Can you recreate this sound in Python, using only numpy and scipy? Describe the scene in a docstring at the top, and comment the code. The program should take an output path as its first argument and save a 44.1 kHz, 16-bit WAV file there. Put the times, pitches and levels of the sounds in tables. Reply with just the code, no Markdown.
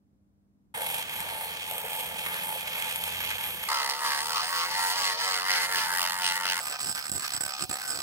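"""A small rotary tool sands a rusty metal cap on a wooden bench, in three holds after a moment of quiet room.
Periodic excitation: an untrue drum bites once or twice a turn and its returning grit drives the modes as a buzz.
Loose grit adds a treble scratch; an unpulsed noise between the bites swells and fades with the strokes.
The unbalanced shaft hums; hard bites knock the bench as damped low sines, mostly in the right channel.
Behind lie the steady hiss of a fan and the filtered noise and mains hum of a workshop."""
import sys
import numpy as np
from scipy import signal
from scipy.fft import rfft, irfft, next_fast_len
from scipy.io import wavfile
from scipy.ndimage import uniform_filter1d, map_coordinates

SR = 44100
rng = np.random.default_rng(int(sys.argv[2]) if len(sys.argv) > 2 else 0)


def pcm_store(signal):
    """Save signal as 16-bit PCM."""
    levels = np.round(np.clip(np.atleast_2d(signal), -1, 1) * 32767)
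    wavfile.write(sys.argv[1], SR, levels.astype(np.int16).T)


N = 353858

# boundaries of the holds, where the grip changes: [t/s]
HOLD_BOUNDS = (0.74, 3.682, 6.6, 8.03)
# speed of the drum per hold, sagging with each stroke in the second, drifting slowly in the third:
# [t/s, speed/turns per s]
DRUM_SPEED = [
    [(0.74, 87), (3.68, 87)],
    [(3.69, 74.1), (3.72, 73.2), (3.81, 66.6), (3.87, 66.3), (4.0, 70.9), (4.15, 70.3), (4.29, 79.7),
     (4.34, 80.7), (4.42, 80.1), (4.48, 84.4), (4.53, 85.7), (4.63, 83.9), (4.76, 90), (4.9, 90.1),
     (4.98, 96.1), (5.13, 90.4), (5.21, 96.1), (5.39, 90), (5.47, 94.4), (5.63, 89.6), (5.72, 91.8),
     (5.86, 87.2), (5.97, 89.7), (6.06, 87.5), (6.14, 88), (6.23, 91), (6.3, 87.8), (6.43, 91),
     (6.55, 88.5), (6.59, 90)],
    [(6.6, 71), (6.8, 72), (7.2, 71), (7.5, 69.5), (7.68, 67.5), (7.8, 70), (8.03, 66)],
]
# bite statistics per hold: [width/turns, scatter/dB, jitter/turns, grit kept per turn/0-1,
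#   relative level of the unpulsed noise/dB, grain spread/dB, left-channel lag/samples]
CONTACT_STATISTICS = [(0.27, 2, 0.11, 0.19, 1, 5.5, 7.3), (0.17, 0.92, 0.042, 0.86, -12, 5, 4.63),
                      (0.15, 1, 0.063, 0.77, -12.5, 3.5, 6.94)]
# variation per hold: [second bite sway/dB, mode lean/dB, thump share of the rumble/0-1]
VARIATION = [(9.5, 0.5, 0.14), (4.5, 1.5, 0.06), (2.5, 2.5, 0.76)]
# strokes to and fro, each from its turning point:
# [t/s, pause/s, easing off/dB, ring/dB, upper middle register/dB, scratch/dB, second bite level/dB]
HAND_STROKES = [(0.74, 0.062, 5, -0.5, -3.5, -1.5, 1), (1.071, 0.034, 14, -2, -6, 0.5, 0),
                (1.228, 0.1, 9, 6, -13.5, -2.5, -13), (1.572, 0.083, 11, -1.5, -1, -2, -11),
                (1.854, 0.057, 6, 4.5, -6, -2, -3), (2.168, 0.086, 8.5, 3, 7.5, 0, -5),
                (2.381, 0.067, 6, 0.5, 0.3, -1.5, -18), (2.658, 0.07, 7, 0, 10, -1, -2),
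                (2.932, 0.11, 4.5, -4.5, -3.5, -0.5, -9), (3.183, 0.045, 6.5, 8, 11, 1, 8),
                (3.33, 0.071, 10.5, 1.5, 1.5, 0.5, -6), (3.611, 0.11, 12.5, 7, 7, 2, 5),
                (3.69, 0.05, 0.0, 2.5, -4, -1.5, -12), (3.988, 0.039, 10.5, 6, 6, 0.5, -6),
                (4.231, 0.15, 4, 2, -13, 0, -11), (4.487, 0.054, 4, 0, 0, 0, -4),
                (4.692, 0.041, 5, 7, -4.5, 0.5, -5), (4.953, 0.02, 8, -2, 9, -0.5, -5),
                (5.169, 0.016, 15, -6, -3, -2, -4), (5.434, 0.02, 10, -0.5, 7, 0.5, -9),
                (5.685, 0.018, 7.5, 0, 6, 0.5, -14), (5.926, 0.028, 3, -2.5, 3, -0.5, -12),
                (6.167, 0.034, 3.5, 4, -7, -1, -9), (6.398, 0.02, 2.5, 0, -4, -0.5, -15),
                (6.602, 0.023, 5, 3, 1, -5, 6), (6.771, 0.025, 19, -2, 2, -1, -4),
                (7.053, 0.062, 12, 4.5, -5, 7, -8), (7.229, 0.062, 7.5, -1, 6, -1.3, -10.5),
                (7.549, 0.032, 18, 5, -14, 0.5, -9.5), (7.797, 0.051, 8, 4, -1, -2, -12)]
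# per hold, rows for rumble, ring, upper middle register (scratch in holds 1 and 3, buzz in hold 2)
# and top: [level/dB, share of the easing off, share of the stroke's dB, lag/s]
STROKE_RESPONSE = [
    [(-57, -0.053, -0.1, -0.12), (-42, 0.89, 0.5, -0.013), (-42, 0.18, 0.2257, 0.017),
     (-35, 1, 2.5, 0.00033)],
    [(-61, 0.63, 1.5, -0.00085), (-38.5, 0.51, 0.5, -0.016), (-36.5, 0.7, 0.24, -0.0048),
     (-39, 0.61, 1.14, -0.00035)],
    [(-48, 2.12, 2.5, -0.0026), (-52, 0.28, 0, 0.068), (-41.5, 0.12, 0.16, 0.0092),
     (-45, 0.45, 0.4, -0.0029)],
]
# chatter, the drum biting twice a turn: [centre t/s, half length/s, rise of second bite/dB]
CHATTER_SPELLS = [(3.802, 0.061, 10), (6.693, 0.045, 2.5), (6.894, 0.028, 6), (6.987, 0.029, 9),
                  (7.157, 0.022, 7), (7.246, 0.025, 10.5), (7.358, 0.044, 9.5), (7.415, 0.014, 10),
                  (7.864, 0.093, 8.5)]
# the drum snags on an edge: [t/s, nominal peak level/dB]
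EDGE_SNAGS = [(0.9826, -24), (1.204, -20), (1.712, -21), (1.781, -21), (1.932, -23), (1.9929, -26),
              (2.263, -26), (2.3423, -26), (2.823, -18), (2.9594, -16), (3.0385, -17), (3.2042, -23),
              (3.29, -27), (3.3043, -21), (3.314, -18.5), (3.3824, -19), (3.44, -23), (3.6386, -20),
              (3.898, -16.5), (3.912, -20), (6.95, -21.5), (7.095, -21), (7.117, -15), (7.6944, -24)]
# the drum hops clear of the metal: [start t/s, length/s, change of the remaining sound/dB]
CLEAR_HOPS = [(3.376, 0.009, -3), (6.77, 0.017, 7.5), (6.935, 0.009, 5), (7.11, 0.008, 0),
              (7.389, 0.011, 5), (7.655, 0.037, 2.5)]
# travel of the contact point per hold: [depth, place in stroke where odd modes lead/0-1, chance]
CONTACT_TRAVEL = [(1.1, 0.44, 0.43), (1.1, 0.77, 1), (1.1, 0.44, 1)]
# edges of the six registers per hold, set by where each grip lets the cap ring: [f/Hz]
REGISTER_EDGES = [(425, 760, 1000, 2300, 7500, 10500, 17000), (335, 760, 1000, 1450, 2300, 6500, 17000),
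                  (425, 760, 1000, 2300, 6800, 8800, 17000)]
# level of the growl below the cap's ring, per hold: [t/s, level/dB]
GROWL_LEVEL = [
    [(0.76, -52), (0.77, -43), (1.13, -55), (1.33, -47), (1.69, -55.5), (1.72, -42.5), (1.83, -53),
     (1.85, -37.5), (1.89, -53), (1.92, -47), (2.18, -49.5), (2.53, -51), (2.56, -40.5), (2.59, -56),
     (2.67, -50), (3.67, -54)],
    [(3.7, -49), (3.86, -47), (3.9, -49.5), (4.64, -50), (5.38, -45.5), (5.43, -52), (5.51, -46),
     (5.66, -49), (5.78, -46), (5.82, -54), (6.09, -46.5), (6.18, -58), (6.23, -46.5), (6.4, -55),
     (6.47, -46.5), (6.58, -56)],
    [(6.62, -48), (6.654, -59), (6.722, -47), (6.816, -58), (6.842, -52), (7.08, -60), (7.114, -51),
     (7.272, -57.5), (7.488, -49.5), (7.576, -58), (7.65, -51), (7.664, -51), (7.746, -48.5), (7.834, -56),
     (7.952, -47), (8.0, -54)],
]
# level of the register just above the cap's ring, per hold: [t/s, level/dB]
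MIDDLE_LEVEL = [
    [(0.76, -45), (1.1, -48.5), (1.13, -45.5), (1.68, -50), (1.8, -46.5), (1.82, -52), (1.85, -46),
     (1.99, -48), (2.24, -49), (2.26, -41.5), (2.57, -49.5), (2.83, -42.5), (3.01, -49), (3.13, -45),
     (3.2, -46), (3.21, -41.5), (3.29, -46.5), (3.31, -39), (3.36, -49.5), (3.39, -38), (3.39, -46),
     (3.47, -43.5), (3.52, -49.5), (3.67, -45)],
    [(3.7, -32.5), (3.72, -30.5), (3.91, -40.5), (3.92, -43), (4.08, -32), (4.26, -44.5), (4.31, -37),
     (4.4, -34.5), (4.45, -49), (4.57, -33), (4.64, -34), (4.69, -51), (4.72, -42), (4.85, -41),
     (4.89, -42.5), (5.07, -36), (5.18, -45), (5.22, -39.5), (5.38, -36.5), (5.45, -41.5), (5.5, -39),
     (5.73, -42.5), (5.76, -40), (5.96, -42.5), (5.99, -39), (6.27, -45), (6.48, -40.5), (6.5, -48),
     (6.54, -42), (6.58, -43)],
    [(6.62, -45.5), (6.762, -41), (6.768, -46), (6.892, -45.5), (6.938, -49), (6.964, -42), (7.142, -50.5),
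     (7.246, -40.5), (7.284, -44.5), (7.372, -44), (7.4, -40), (7.41, -45.5), (7.522, -41), (7.56, -48),
     (7.63, -41.5), (7.664, -51), (7.742, -43), (8.0, -46)],
]
# level of the bright register, swelling with the strokes, per hold: [t/s, level/dB]
BRIGHT_LEVEL = [
    [(0.76, -46.5), (0.99, -44), (1.04, -55), (1.21, -47), (1.25, -52), (1.43, -47), (1.55, -56),
     (1.8, -44.5), (1.81, -51), (1.99, -45), (2.15, -53), (2.17, -49), (2.26, -47.5), (2.43, -51),
     (2.44, -44), (2.74, -54.5), (2.79, -46), (2.93, -47), (2.95, -51), (2.96, -43.5), (2.99, -51),
     (3.07, -46), (3.17, -52), (3.47, -48), (3.6, -52), (3.67, -51)],
    [(3.7, -39.5), (3.75, -37.5), (3.88, -40), (3.91, -39.5), (4.02, -45), (4.07, -36.5), (4.28, -42.5),
     (4.37, -35.5), (4.51, -42), (4.61, -34.5), (4.68, -44), (4.72, -39), (4.97, -38), (5.04, -34),
     (5.14, -37.5), (5.17, -46), (5.18, -36.5), (5.35, -37), (5.44, -42.5), (5.52, -33), (5.66, -39),
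     (5.68, -45.5), (5.79, -33.5), (5.9, -43), (6.04, -35.5), (6.18, -47), (6.26, -31), (6.4, -45.5),
     (6.49, -33.5), (6.58, -41)],
    [(6.62, -42.5), (6.704, -39), (6.784, -56), (6.8, -40), (6.904, -35.5), (7.008, -50), (7.146, -33),
     (7.296, -48), (7.358, -33), (7.4, -48), (7.41, -33), (7.568, -51), (7.634, -33.5), (7.684, -61),
     (7.692, -40), (7.738, -34), (7.768, -49), (7.856, -46), (7.884, -34), (8.0, -42)],
]
# averaging time of the levelled cap ring, per hold: [time/s]
RING_AVERAGING = (.16, .05, .12)
# broad spectral colour of holds 1 to 3: [f/Hz, relative level per Hz/dB]
FIRST_COLOUR = [(24, -51), (40, -11.5), (171, -6), (329, -22), (460, -13), (896, -12), (1370, -0.5),
                (3300, -1), (5310, -15), (8770, -13.5), (9690, -9.5), (11800, -17), (16000, -18)]
SECOND_COLOUR = [(24, -64), (40, -50), (176, -46), (320, -50), (365, -22), (405, -47), (455, -10),
                 (556, -9.5), (685, -11.5), (735, -1.5), (830, -35), (896, -49), (1000, -8), (1300, -3),
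                 (2000, 4.5), (2260, -8), (5050, -10), (13000, -18.5), (16000, -34)]
THIRD_COLOUR = [(24, -48), (40, -27), (137, -18), (516, -12), (751, -6.5), (990, -8), (1240, -5),
                (3470, -6.5), (5180, -4.5), (7000, -20), (7930, -4), (10200, -12), (16000, -25)]
COLOURS = (FIRST_COLOUR, SECOND_COLOUR, THIRD_COLOUR)
# modes of cap, support and gripped tool in holds 1 to 3:
# [f/Hz, bandwidth/Hz (with a lower limit), relative level/dB]
FIRST_MODES = [(880, 15.3, 5.5), (501, 30, -8), (1170, 9.2, 8.5), (1720, 220, 6), (2177, 124, 11.5),
               (2460, 140, 3), (3243, 126, 6.5), (8650, 410, 3), (11280, 470, -0.5), (12170, 400, -0.5),
               (12720, 250, -4), (13600, 400, -10), (14500, 250, -7)]
SECOND_MODES = [(910.4, 15.7, 7), (1119, 62, 0.5), (2050, 100, 4), (3024, 350, -6), (4380, 260, -1.5),
                (4990, 200, -2), (8140, 270, -13.5), (8910, 700, -11.5), (11040, 1600, -13.5),
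                (14830, 980, -10)]
THIRD_MODES = [(751, 32, -1.5), (1225, 37, 3), (1537, 39, 3.5), (2500, 130, -1.5), (3210, 120, -10),
               (4360, 86, 0), (5160, 290, -0.5), (7850, 150, 10), (8020, 170, 1), (9440, 200, -8),
               (12000, 670, -7.5), (13500, 870, -17), (15000, 400, -6.5), (15400, 300, -10)]
MODES = (FIRST_MODES, SECOND_MODES, THIRD_MODES)
# left minus right channel in holds 1 to 3: [f/Hz, level difference/dB]
FIRST_BALANCE = [(60, 10.5), (110, 1), (200, 4), (380, 0.5), (700, -0.5), (1290, -1), (2380, -2.5),
                 (4400, -2), (8120, -2.5), (15000, 0.5)]
SECOND_BALANCE = [(60, 14), (110, -3), (200, 4.5), (380, 0.5), (700, -0.5), (1290, 0), (2380, -1.5),
                  (4400, -0.5), (8120, -4), (15000, 1.5)]
THIRD_BALANCE = [(60, -25), (110, -31), (200, -17.5), (380, -14), (700, 1.5), (1290, 2), (2380, -2.5),
                 (4400, -3.5), (8120, -8), (15000, 2.5)]
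BALANCES = (FIRST_BALANCE, SECOND_BALANCE, THIRD_BALANCE)
# power share that each channel hears alone, per hold: [rumble/0-1, buzz/0-1, scratch/0-1]
UNSHARED = [(.2, .2, .36), (.3, .16, .4), (.9, .24, .38)]
# narrow bands that swell or fade for a while: [centre t/s, half length/s, f/Hz, swell/dB]
BAND_FLARES = [(0.82, .08, 2400, -6), (1.42, .18, 4300, 5), (3.8, 0.14, 1430, -11), (4.1, .12, 1370, -10),
               (3.805, 0.11, 1900, 0), (4.2, .06, 8700, 5), (4.45, 0.16, 1250, 4.5), (4.46, 0.035, 8600, 8),
               (4.81, 0.064, 1420, 5.5), (5.05, 0.15, 1490, -8), (5.04, 0.07, 7700, 7.5),
               (5.2, 0.091, 2780, -15), (5.3, 0.085, 7700, 6.5), (6.1, 0.64, 1390, 4.5),
               (6.25, .25, 2800, 4.5), (6.27, 0.031, 8650, 11.5), (6.4, .2, 4560, -5.5),
               (6.5, .06, 2700, 5), (6.7, .08, 2650, 4.5), (6.886, 0.057, 5170, 3.5),
               (7.47, 0.051, 5140, 2), (7.92, 0.07, 1470, 4.5), (7.938, 0.046, 5000, 5)]
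# hum of the unbalanced shaft: [t/s, once-a-turn level/dB, twice-a-turn level/dB]
SHAFT_HUM = [(0.74, -64, -66), (1.31, -58.5, -71), (2.35, -67, -57), (2.72, -64, -60), (3.22, -52, -58.5),
             (3.7, -60.5, -75), (3.84, -78, -81), (4.27, -68.5, -64), (4.88, -64, -62.5),
             (5.24, -68, -65.5), (5.9, -66, -60.5), (6.53, -71, -57.5), (6.72, -82, -78)]
# hard bites that knock through the block into the bench: [t/s, approximate right-channel peak/dB]
BENCH_THUDS = [(6.845, -44), (6.897, -41), (6.949, -43), (7.096, -34), (7.117, -28), (7.346, -39),
               (7.693, -31.5), (7.985, -38)]
# noise colour of the quiet workshop: [f/Hz, relative level per Hz/dB]
ROOM_COLOUR = [(18, -75), (30, -10), (109, -10), (149, -11.5), (204, -12), (259, -11), (295, -22),
               (364, -22.5), (937, -37.5), (2900, -52.5), (16000, -54.5)]
# mains hum: [f/Hz, rms level/dB]
MAINS_HUM = [(199.2, -71), (301.5, -78.5)]

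BUZZ_TOP_HZ = 2300  # the returning grit is heard in registers up to here
BITE_SKEW = 0.35  # a bite comes on quicker than it lets go (0-1)
SCRATCH_SHARPNESS, SCRATCH_UNPULSED_DB = 1.134, -2  # the treble has shorter bites and less between them
SNAG_DECAY_S, HOP_EDGE_S = 0.00089, 0.0033
STROKE_BLEND_S = 0.043  # one stroke's level slides into the next
FLICKER_DB, FLICKER_PER_S = 1.5, 14
LEVELLING_S = 0.14  # averaging time of a register's level
FLARE_Q = 10.2
THUD_HZ, THUD_DECAY_S, THUD_LEFT_DB = 194, 0.0028, -25
FAN_HZ, FAN_WIDTH_HZ, FAN_DB = 15350, 500, -55
ROOM_DB = -68.5  # rms of the part alike in both channels


def hold(index):
    """Source-filter principle: drum contact excites the cap's modes, heard in six registers over a rumble."""
    width, scatter_db, jitter, kept, unpulsed_db, grain_db, lag = CONTACT_STATISTICS[index]
    second_sway_db, lean_db, thump = VARIATION[index]
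    unshared_rumble, unshared_buzz, unshared_scratch = UNSHARED[index]
    edges = REGISTER_EDGES[index]
    start_s, stop_s = HOLD_BOUNDS[index:index + 2]
    start, stop = int(start_s * SR), min(int(stop_s * SR), N)
    t = np.arange(start, stop) / SR

    def curve(table):
        return np.interp(t, *np.transpose(table[index]))

    rows = [row for row in HAND_STROKES if start_s <= row[0] + .05 < stop_s]
    second_db, (rumble_db, ring_db, upper_db, top_db) = stroke_levels(t, rows, STROKE_RESPONSE[index])
    register_db = [curve(GROWL_LEVEL), ring_db, curve(MIDDLE_LEVEL), upper_db, curve(BRIGHT_LEVEL), top_db]
    turn = np.cumsum(curve(DRUM_SPEED)) / SR

    # pressed harder, the opposite side of the drum touches too
    second_db = second_db + second_sway_db * sway(len(t), 9.04)
    second = undb(second_db) * bites(turn + .5, width, scatter_db, jitter)
    touch = bites(turn, width, scatter_db, jitter) + second
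    touch = touch / np.sqrt(uniform_filter1d(touch ** 2, SR // 12))
    down = contact_gates(t)  # one row per hop: 1 touching, 0 clear
    all_down = np.prod(down, axis=0)
    touch = touch * all_down

    # a snag is set against the total level of the scratch registers
    scratch_power = sum(undb(2 * db) for db, top in zip(register_db, edges[1:]) if top > BUZZ_TOP_HZ)
    snag = snags(t, 10 * np.log10(scratch_power))
    unpulsed = undb(unpulsed_db)
    left_place = np.arange(len(t)) - lag - 0.44 * sway(len(t), 4.1)
    reach = mode_reach(t, rows, stop_s, CONTACT_TRAVEL[index])

    def noise():
        return rng.standard_normal(len(t))

    def stereo(draw, unshared):
        """Partial coherence: a shared part, late on the left, is mixed with a part of each channel's own."""
        shared = draw()
        late = map_coordinates(shared, [left_place], order=3, mode="nearest")
        channels = []
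        for common, side in ((late, 1), (shared, -1)):
            x = np.sqrt(1 - unshared) * common + np.sqrt(unshared) * draw()
            # one end of the stroke favours odd modes, the other even ones; the first listed rings throughout
            odd = coloured(reach * x, COLOURS[index], MODES[index], BALANCES[index], side, lean_db)
            even = coloured((1 - reach) * x, COLOURS[index], MODES[index], BALANCES[index], side, -lean_db)
            channels.append(odd + even)
        return np.array(channels)

    def buzz_drive():
        return touch * grit(turn, kept) + (unpulsed + 0.58 * snag) * noise()

    def scratch_drive():
        background = unpulsed * undb(SCRATCH_UNPULSED_DB) + 0.72 * snag
        return touch ** SCRATCH_SHARPNESS * loose_grains(len(t), grain_db) + background * noise()

    def rumble_drive():
        return (1 - thump + thump * touch) * noise()

    buzz = stereo(buzz_drive, unshared_buzz)
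    scratch = stereo(scratch_drive, unshared_scratch)
    rumble = register(stereo(rumble_drive, unshared_rumble), 1, edges[0], LEVELLING_S)
    rumble = rumble * (1 - thump + thump * all_down)
    sound = rumble * undb(rumble_db) + shaft_hum(t, turn)
    for k, (low, top, db) in enumerate(zip(edges, edges[1:], register_db)):
        source = scratch if top > BUZZ_TOP_HZ else buzz
        averaging_s = RING_AVERAGING[index] if k == 1 else LEVELLING_S
        sound = sound + register(source, low, top, averaging_s) * undb(db)

    hop_gain = undb(np.array(CLEAR_HOPS)[:, 2] @ (1 - down))
    onset = np.clip((t - t[0]) / 0.005, 0, 1)
    out = np.zeros((2, N))
    out[:, start:stop] = flare(sound, t) * hop_gain * onset
    return out


def bites(turn, width, scatter_db, jitter):
    """Periodic contact: a high spot bites once a turn, with random strength and timing."""
    chance = rng.standard_normal((int(turn[-1]) + 3, 2))
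    envelope = 0
    for near in (np.floor(turn - .5), np.floor(turn + .5)):
        strength, timing = chance[near.astype(int) + 1].T
        offset = turn - near - .5 - jitter * timing
        skewed_width = width * (1 + BITE_SKEW * np.sign(offset))
        envelope = envelope + undb(scatter_db * strength) * np.exp(-.5 * (offset / skewed_width) ** 2)
    return unit(envelope)


def grit(turn, kept, size=256):
    """Correlated roughness: part of each turn's pattern returns in the next, giving a buzz at the turn rate."""
    fresh = rng.standard_normal((int(turn[-1]) + 32, size))
    rows = signal.lfilter([1], [1, -kept], fresh, axis=0)[30:]  # drop the settling turns
    return unit(np.interp(turn * size, np.arange(rows.size), rows.ravel()))


def loose_grains(size, grain_db):
    """Impulsive noise: random grain strengths in dB scale a white noise."""
    strength = np.minimum(rng.exponential(size=size), 4)
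    return unit(rng.standard_normal(size) * undb(grain_db * strength))


def snags(t, scratch_db):
    """Transient excitation: each snag jumps up and decays exponentially, relative to the scratch."""
    return sum(undb(db - scratch_db) * np.exp(-np.maximum(t - at, 0) / SNAG_DECAY_S) * (t >= at)
               for at, db in EDGE_SNAGS)


def contact_gates(t):
    """Loss of contact: a gate closes for each hop, with short linear edges."""
    return np.array([np.clip((abs(t - at - length / 2) - length / 2) / HOP_EDGE_S, 0, 1)
                     for at, length, _ in CLEAR_HOPS])


def mode_reach(t, rows, stop_s, travel):
    """Position-dependent coupling: the sliding contact point favours odd or even modes in turn."""
    depth, lead, chance = travel
    stroke = np.interp(t, [row[0] for row in rows] + [stop_s], np.arange(len(rows) + 1))
    return .5 + .5 * np.tanh(depth * np.cos(2 * np.pi * (stroke - lead)) + chance * sway(len(t), 10.7))


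def stroke_levels(t, rows, response):
    """Force modulation: the hand eases off at each turning point and sets the levels of a stroke."""
    at, pause, ease_db, ring_db, upper_db, scratch_db, second_db = np.transpose(rows)

    def steps(column, u):
        return column[0] + np.diff(column) @ (.5 + .5 * np.tanh((u - at[1:, None]) / STROKE_BLEND_S))

    levels = []
    columns = (scratch_db, ring_db, upper_db, scratch_db)  # for rumble, ring, upper middle, top
    for (level_db, eased, share, lag), column in zip(response, columns):
        easing = ease_db @ np.exp(-.5 * ((t - lag - at[:, None]) / pause[:, None]) ** 2)
        flicker = FLICKER_DB * sway(len(t), FLICKER_PER_S)
        levels.append(level_db - eased * easing + share * steps(column, t - lag) + flicker)
    chatter_db = sum(db * np.exp(-((t - centre) / half) ** 4) for centre, half, db in CHATTER_SPELLS)
    return steps(second_db, t) + chatter_db, levels


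def flare(sound, t):
    """Time-varying band-pass gain: narrow bands swell or fade for a while."""
    change = np.zeros_like(sound)
    for centre, half, hz, db in BAND_FLARES:
        near = slice(*np.searchsorted(t, (centre - 2 * half, centre + 2 * half)))
        if near.stop > near.start and t[0] < centre < t[-1]:
            narrow = signal.lfilter(*signal.iirpeak(hz, FLARE_Q, SR), sound[:, near])
            gain = undb(db * np.exp(-((t[near] - centre) / half) ** 4))
            change[:, near] += (gain - 1) * narrow
    return sound + change


def shaft_hum(t, turn):
    """Rotating imbalance: sines at once and twice the turn rate."""
    times, *levels = np.transpose(SHAFT_HUM)
    return sum(undb(np.interp(t, times, db)) * np.sin(2 * np.pi * (k + 1) * turn)
               for k, db in enumerate(levels))


def thuds():
    """Impulse response of a damped mode: short decaying sines, weaker on the left."""
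    table = np.array(BENCH_THUDS)
    since = np.maximum(np.arange(N)[None] / SR - table[:, :1], 0)
    knock = undb(table[:, 1]) @ (np.exp(-since / THUD_DECAY_S) * np.sin(2 * np.pi * THUD_HZ * since))
    return 2 * knock * undb([[THUD_LEFT_DB], [0]])  # 2 offsets the decay before the first crest


def fan():
    """Narrow-band noise: the cooling fan hisses thinly and evenly from the first hold on."""
    peak = signal.iirpeak(FAN_HZ, FAN_HZ / FAN_WIDTH_HZ, SR)
    air = signal.lfilter(*peak, rng.standard_normal((2, N)))
    return unit(air) * undb(FAN_DB) * (np.arange(N) > HOLD_BOUNDS[0] * SR)


def room():
    """Frequency-dependent coherence: rumble more alike in both channels than the faint hiss, over mains hum."""
    mid, side = (coloured(rng.standard_normal(N), ROOM_COLOUR) for _ in range(2))
    side = high_pass(side, 420) + 0.56 * side
    t = np.arange(N) / SR
    hum = sum(np.sqrt(2) * undb(db) * np.sin(2 * np.pi * hz * t) for hz, db in MAINS_HUM)
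    return undb(ROOM_DB) * np.array([mid + side, mid - side]) / np.sqrt(np.mean(mid ** 2)) + hum


def coloured(x, colour, modes=(), tilt=((1, 0), (2, 0)), side=0, lean_db=0):
    """Minimum-phase filtering: broad colour plus resonances, made causal through the cepstrum."""
    hz = np.arange(4097) * SR / 8192
    power = undb(2 * on_log(hz, colour))
    for k, (f, width, db) in enumerate(modes):
        width = max(width, 26 + f / 100)  # no mode is narrower than this, so none rings long
        lean = (k > 0) * (-1) ** k * lean_db
        power = power + undb(2 * (db + lean)) / (1 + (2 * (hz - f) / width) ** 2)
    # half of the left-right difference goes to each side
    log_gain = .5 * np.log(power) + side * on_log(hz, tilt) * np.log(10) / 40
    cepstrum = irfft(log_gain)
    cepstrum[1:4096] *= 2
    cepstrum[4097:] = 0
    impulse = irfft(np.exp(rfft(cepstrum)))[:4096]
    return signal.oaconvolve(x, impulse)[:len(x)]


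def register(x, low, top, averaging_s):
    """Band splitting: soft edges sum to flat, and the slow rms of the two channels' average is held at 1."""
    size = next_fast_len(x.shape[1])
    octave = np.log2(np.arange(size // 2 + 1) * SR / size + 1)
    rise, fall = [np.clip(.5 + (octave - np.log2(hz)) / .2, 0, 1) for hz in (low, top)]
    y = irfft(rfft(x, size) * (rise - fall), size)[:, :x.shape[1]]
    return y / np.sqrt(uniform_filter1d(np.mean(y, axis=0) ** 2, int(SR * averaging_s)))


def sway(size, rate):
    """Low-pass random motion: twice-smoothed random steps, of rms 1."""
    k = int(SR / rate)
    steps = np.repeat(rng.standard_normal(size // k + 1), k)
    return unit(uniform_filter1d(uniform_filter1d(steps, k), k)[:size])


def high_pass(x, hz):
    """Fourth-order Butterworth response: flat above the corner, falling below it."""
    return signal.sosfilt(signal.butter(4, hz, "high", fs=SR, output="sos"), x)


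def on_log(hz, table):
    """Logarithmic frequency scale: interpolate a (f/Hz, value) table along it."""
    f, value = np.transpose(table)
    return np.interp(np.log(hz + 1), np.log(f + 1), value)


def undb(db):
    """Decibel definition: convert a level to an amplitude ratio."""
    return 10 ** (np.asarray(db) / 20)


def unit(x):
    """Root-mean-square normalisation to 1."""
    return x / np.sqrt(np.mean(x ** 2))


def scene():
    """Superposition: the three holds, the bench, the fan and the room add."""
    return sum(hold(index) for index in range(3)) + thuds() + fan() + room()


def record(dry):
    """Band limitation: the deepest bass is thinned and the top cut steeply."""
    dry = high_pass(dry, 52)
    return signal.sosfilt(signal.ellip(16, .2, 70, 15800, fs=SR, output="sos"), dry)


dry = scene()
out = record(dry)
pcm_store(out)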